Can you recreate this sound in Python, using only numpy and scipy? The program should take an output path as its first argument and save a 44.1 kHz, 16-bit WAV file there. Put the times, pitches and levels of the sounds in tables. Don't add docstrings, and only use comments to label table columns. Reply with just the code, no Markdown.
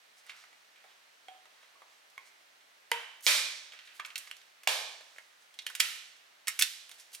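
import sys
import numpy as np
from scipy import signal
from scipy.fft import rfft, irfft, next_fast_len
from scipy.io import wavfile

SR = 44100
rng = np.random.default_rng(int(sys.argv[2]) if len(sys.argv) > 2 else 0)


def attenuation_scalar(level_db):
    decades = np.asarray(level_db, float) / 20
    return 10 ** decades


def store_pcm(level_fs):
    pcm = np.round(np.clip(level_fs, -1, 1) * 32767).astype(np.int16)
    wavfile.write(sys.argv[1], SR, np.atleast_2d(pcm).T)


N = 317520


def rms_one(x):
    return x / np.sqrt(np.mean(x ** 2) + 1e-30)


def at_hz(points, hz):
    table_hz, values = np.transpose(points)
    return np.interp(np.log(hz), np.log(table_hz), values)


def add(track, start_s, x):
    i = max(round(start_s * SR), 0)
    track[i:i + len(x)] += x[:N - i]


def band_filter(low_hz, high_hz):
    return signal.butter(2, [low_hz, high_hz], "band", fs=SR, output="sos")


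def high_pass(order, hz):
    return signal.butter(order, hz, "high", fs=SR, output="sos")


def ring(x, hz, t60):
    radius = attenuation_scalar(-60 / (t60 * SR))
    w = 2 * np.pi * hz / SR
    return signal.lfilter([0, np.sin(w)], [1, -2 * radius * np.cos(w), radius * radius], x)


def bands(size, likeness):
    edges = 25 * 2 ** np.arange(0, 9.6, .5)
    white = rng.standard_normal((2, 2, size))
    for k, (low, high) in enumerate(zip(edges, edges[1:])):
        mid, side = signal.sosfilt(band_filter(low, high), white[k % 2])
        hz = np.sqrt(low * high)
        alike = np.clip(at_hz(likeness, hz), -1, 1)
        yield hz, np.sqrt(1 + alike) * mid + np.sqrt(1 - alike) * side * [[1], [-1]]


# freq_hz, level_db
AIR_SPECTRUM = [(24, -62), (40, -37.5), (715, -1), (990, -2), (1850, 0.5), (4460, -5.5), (14800, -20.5),
                (16000, -18.5)]
# freq_hz, left_right_likeness (-1 to 1)
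AIR_COHERENCE = [(60, 1), (240, 0.3), (950, -0.3), (3770, 0.29), (15000, 0.24)]
# freq_hz, left_minus_right_db
AIR_TILT = [(60, -12), (240, 0), (950, 0.5), (3770, -3.5), (15000, 1.5)]


def air():
    out = np.zeros((2, N))
    for hz, noise in bands(N, AIR_COHERENCE):
        balance = at_hz(AIR_TILT, hz) * np.array([[.5], [-.5]])
        out += noise * attenuation_scalar(at_hz(AIR_SPECTRUM, hz) + balance)
    return attenuation_scalar(-65 + 3.0) * rms_one(out)


# freq_hz, t60_s
RETURN_DECAY = [(200, 1), (600, 0.85), (2500, 0.8), (6000, 0.85), (14000, 0.44)]
# freq_hz, level_db
RETURN_SPECTRUM = [(200, -11.5), (700, 4.5), (2500, 3.5), (6000, 3), (14000, 2.5)]
# freq_hz, left_right_likeness (0 to 1)
RETURN_COHERENCE = [(100, .85), (300, 0.22), (700, 1), (1500, 0.15), (4000, 0.52), (15000, 0.03)]


def forest(x, onset_s, rise_s, hold_s, speed):
    t = np.arange(SR) / SR
    swell = 1 - np.exp(-np.maximum(t - onset_s, 0) / rise_s)
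    late = speed * (np.hypot(t, hold_s) - hold_s)
    tail = np.zeros((2, SR))
    for hz, noise in bands(SR, RETURN_COHERENCE):
        tail += noise * attenuation_scalar(at_hz(RETURN_SPECTRUM, hz) - 60 * late / at_hz(RETURN_DECAY, hz))
    tail = tail * swell
    tail = tail / np.sqrt(np.sum(tail ** 2) / 2)
    return signal.fftconvolve(x[None], tail, axes=1)[:, :N]


# freq_hz, left_minus_right_db
PORT_BALANCE = [(100, -1), (500, -1.5), (1000, -1.5), (2000, -4), (15000, -5)]
# freq_hz, left_lead_rad
PORT_PHASE = [(100, .8), (600, 1.0), (1550, 1.1), (2670, .9), (7000, .6), (11000, .25), (16000, .1)]


def ports(x, phase_share):
    size = next_fast_len(N + 4096)
    hz = np.maximum(np.arange(size // 2 + 1) * SR / size, 1)
    half = attenuation_scalar(at_hz(PORT_BALANCE, hz) / 2) * np.exp(.5j * phase_share * at_hz(PORT_PHASE, hz))
    return irfft(rfft(x, size) * np.array([half, 1 / half]), size)[:, :N]


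# start_s (the middle of the stroke), length_s, level_db,
# centre_hz
DRAG_STROKES = [(0.187, 0.041, -63.5, 5400), (0.298, 0.078, -58.5, 2730), (0.398, 0.091, -61.5, 4020),
                (0.908, 0.069, -64, 2480), (1.611, 0.21, -66.5, 2380), (1.921, 0.11, -69.5, 4000),
                (2.274, 0.046, -63, 5000), (3.243, .022, -50, 8000), (3.257, .014, -46, 8000),
                (3.863, 0.035, -62, 5260), (3.966, 0.052, -62.5, 7960), (4.278, 0.013, -53, 3930),
                (5.133, 0.31, -68, 4950), (5.425, 0.055, -68, 5090), (6.485, 0.023, -49, 5830),
                (6.613, 0.016, -69, 7000), (6.908, 0.06, -69, 5840), (7.003, 0.045, -57, 5760),
                (7.144, 0.026, -48, 7040), (3.36, .12, -36.5, 5200)]


def drags(per_s, size_db):
    out = np.zeros(N)
    stroke_t = np.arange(-SR // 4, SR // 4) / SR
    for start_s, length_s, db, hz in DRAG_STROKES:
        chance, size, sign = rng.random((3, SR // 2))
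        grains = (chance < per_s / SR) * attenuation_scalar(-size_db * np.log(size + 0.018)) * np.sign(sign - .5)
        rub = rms_one(signal.sosfilt(band_filter(hz / 3.6, min(hz * 1.64, 16000)), grains))
        stroke = attenuation_scalar(db) * rub * np.exp(-(stroke_t / length_s * 2) ** 2)
        before_start = max(0, round((.25 - start_s) * SR))
        add(out, start_s - .25, stroke[before_start:])
    return out


# start_s, pitch_hz, level_db, t60_s
HOLLOW_RINGS = [(0.842, 750, -58, 0.17), (1.284, 746, -47, 0.37), (1.755, 1110, -60.5, 0.11),
                (1.819, 1160, -51.5, 0.074), (2.178, 1080, -49, 0.11), (2.178, 2150, -42.5, 0.064),
                (2.915, 467, -39, 0.32), (2.916, 934, -29.5, 0.19), (2.917, 2030, -25, 0.047),
                (2.919, 3000, -23, 0.019), (1.284, 3206, -45, 0.044), (3.266, 637, -27.5, 0.007),
                (3.2668, 2410, -19, 0.012), (3.2749, 3200, -26, 0.015), (3.999, 1180, -37.5, 0.06),
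                (3.996, 1740, -37.5, .025), (4.674, 790, -26.5, 0.02), (4.673, 2150, -18.5, 0.0094),
                (5.589, 3720, -38, 0.034), (5.665, 1743, -36, 0.032), (5.8, 1530, -31.5, 0.032),
                (5.8, 720, -51.5, 0.068), (6.476, 1803, -38.5, 0.1)]
TWIN_DETUNE, TWIN_DB = 1.035, -7


def hollow(longest_s):
    out = np.zeros(N)
    click = np.eye(1, SR // 2)[0]
    for start_s, hz, db, t60 in HOLLOW_RINGS:
        t60 = min(t60, longest_s)
        twin = attenuation_scalar(TWIN_DB) * ring(click, hz * TWIN_DETUNE, t60 * 0.97)
        add(out, start_s, attenuation_scalar(db) * (ring(click, hz, t60) + twin))
    return signal.sosfilt(high_pass(2, 380), out)


# pitch_hz, level_db, t60_s
CULM_MODES = [(615, -38, .03), (2650, -21, .0045)]


def split_culm():
    out = np.zeros(N)
    click = np.eye(1, SR // 4)[0]
    boom = sum(attenuation_scalar(db) * ring(click, hz, t60) for hz, db, t60 in CULM_MODES)
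    add(out, 3.266, boom)
    return out


def clacks(table, crunch_s, ring_db, ring_t60):
    direct, sent = np.zeros(N), np.zeros(N)
    t = np.arange(2000) / SR
    splinter = band_filter(5000, 13000)
    body = band_filter(480, 1150)
    thin = high_pass(3, 1250)
    for start_s, db, hz, body_db, splinter_db, return_db in table:
        height, chance = rng.standard_normal((2, len(t)))
        blows = np.zeros((2, len(t)))
        blows[0] = height * (np.abs(chance) > .9) * np.exp(-t / crunch_s)
        blows[:, 0] = 2
        blows = blows / np.sqrt(np.sum(blows ** 2, axis=1, keepdims=True))
        broad = band_filter(hz / 2.054, min(hz * 1.28, 9000))
        mode = attenuation_scalar(ring_db) * ring(blows, hz, ring_t60) * [[1], [.4]]
        slat = signal.sosfilt(broad, blows) + mode
        hit = rms_one(signal.sosfilt(thin, slat))
        hit = hit + attenuation_scalar(body_db + 5.0) * rms_one(signal.sosfilt(body, blows))
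        hit = hit - attenuation_scalar(splinter_db + 3.5) * rms_one(signal.sosfilt(splinter, blows))
        add(direct, start_s, attenuation_scalar(db) * hit[0] / np.abs(hit[0]).max())
        add(sent, start_s, attenuation_scalar(db + min(return_db, 3) - 21.0) * hit[1])
    return np.array([direct, sent])



# start_s, peak_db, body_db
POLE_THUDS = [(0.439, -45.5, -17), (0.529, -50, -13), (0.84, -47, -4), (0.917, -57, 2), (1.344, -57, -2),
              (1.455, -47.5, -5), (1.629, -50, -16), (1.761, -58.5, 8), (1.819, -46, -4), (2.406, -58, -11),
              (3.734, -42, -12), (5.008, -44, -11.5), (5.161, -46.5, -12), (5.183, -36, -18.5)]


def thuds():
    return [(s, db, 2150, body_db, -20, -18.5) for s, db, body_db in POLE_THUDS]


# start_s, peak_db, pitch_hz
EDGE_TICKS = [(0.265, -46.5, 1920), (0.364, -51, 1750), (2.1, -53, 5000), (4.059, -38, 6300),
              (4.367, -44, 3820), (4.634, -42, 2440), (5.541, -45.5, 3320), (5.62, -45, 3630),
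              (5.957, -41, 2530), (6.165, -55, 2490), (6.893, -40, 2600), (6.914, -38, 3500),
              (6.942, -45.5, 3200), (6.998, -40.5, 5370), (7.118, -50, 3700), (7.132, -41, 7100)]


def ticks():
    return [(s, db, hz, -20, -6, -14) for s, db, hz in EDGE_TICKS]


# start_s, peak_db, pitch_hz, return_db
SETTLING_TAPS = [(0.295, -34.5, 2620, -12), (0.304, -36, 3330, -16), (0.318, -44, 2260, -7),
                 (0.389, -60, 1650, 3), (0.759, -51, 2530, -0.5), (2.609, -54, 3120, -20),
                 (3.721, -39.5, 2770, -3), (3.79, -39.5, 2940, -9), (3.874, -42.5, 2810, -2.5),
                 (3.998, -28.5, 2380, -20), (4.049, -30, 2550, -14), (4.103, -40.5, 2450, -32),
                 (4.274, -45.5, 1930, -8), (4.414, -48.5, 3060, -37), (5.589, -31.5, 4000, -18)]


def taps():
    return [(s, db, hz, -40, -25.5, return_db) for s, db, hz, return_db in SETTLING_TAPS]


def tearing():
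    start_s, end_s, hurry = 3.207, 3.254, .6
    start_db, end_db = -48, -33
    return [(start_s + (end_s - start_s) * u ** hurry, start_db + (end_db - start_db) * u,
             6400, -40, 3, -20) for u in np.linspace(0, 1, 6)]


# start_s, peak_db, pitch_hz, splinter_db, return_db
SLAT_CRACKS = [(4.157, -22.5, 3190, -15.5, -16.5), (4.179, -28, 3000, 5.5, -24.5),
               (5.665, -24, 3100, -11, -14.5), (5.7, -35.5, 1710, -10, -26),
               (5.751, -25.5, 3030, -6.5, -17.5), (5.798, -22, 2490, 4, -41),
               (5.802, -10, 3000, -7.5, -13.5), (6.472, -25, 3070, -9, -11.5),
               (6.481, -17, 2230, -1, -26.5), (6.591, -18, 3000, -5, -38), (6.595, -16.5, 2300, 12, -51),
               (6.611, -17, 3420, -9, -43), (6.6223, -9.5, 3600, -6, -19.5), (7.149, -31, 3890, 1, -24)]


def cracks():
    return [(s, db, hz, -41, splinter_db, return_db) for s, db, hz, splinter_db, return_db in SLAT_CRACKS]


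# start_s, peak_db, pitch_hz, body_db, return_db
CLEAN_SNAPS = [
    (1.284, -39.5, 2230, -30, -13),
    (2.179, -35.5, 2220, -29, -16),
    (2.916, -14, 2590, -44, -19),
    (3.2657, -6.5, 3700, -25.5, -4.5),
    (4.313, -28, 3000, -27, -21),
    (4.6745, -9.5, 3570, -14.5, -9),
]


def snaps():
    return [(s, db, hz, body_db, -9.5 + 0.24 * db, return_db) for s, db, hz, body_db, return_db in CLEAN_SNAPS]


def scene():
    contacts = cracks() + taps() + ticks() + thuds() + tearing()
    snapped = clacks(snaps(), crunch_s=.0015, ring_db=-25.0, ring_t60=.007)
    knocked = clacks(contacts, crunch_s=.005, ring_db=-27.0, ring_t60=.008)
    direct, sent = snapped + knocked
    rings = hollow(longest_s=1)
    rubs = drags(per_s=6700, size_db=-2.0)
    near = np.array([direct + rings + rubs] * 2)
    rattle = forest(direct, onset_s=0.00033, rise_s=0.00086, hold_s=0.00074, speed=5.7)
    sent = sent + attenuation_scalar(-12.5) * hollow(longest_s=.014) + split_culm()
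    far = forest(sent + attenuation_scalar(-15.0) * rubs, onset_s=0.001, rise_s=0.002, hold_s=0.035, speed=1.1)
    platform = ports(attenuation_scalar(0.5) * near + attenuation_scalar(-7.5) * rattle + attenuation_scalar(8.5) * far, phase_share=0.88)
    platform = signal.sosfilt(high_pass(3, 280), platform) + attenuation_scalar(-37.5) * platform
    return platform + air()


def low_pass(x):
    return signal.sosfilt(signal.butter(12, 17040, fs=SR, output="sos"), x)


def record(dry):
    cut = signal.sosfilt(signal.cheby2(10, 60, 17300, fs=SR, output="sos"), dry)
    return low_pass(cut)


dry = scene()
out = record(dry)
store_pcm(out)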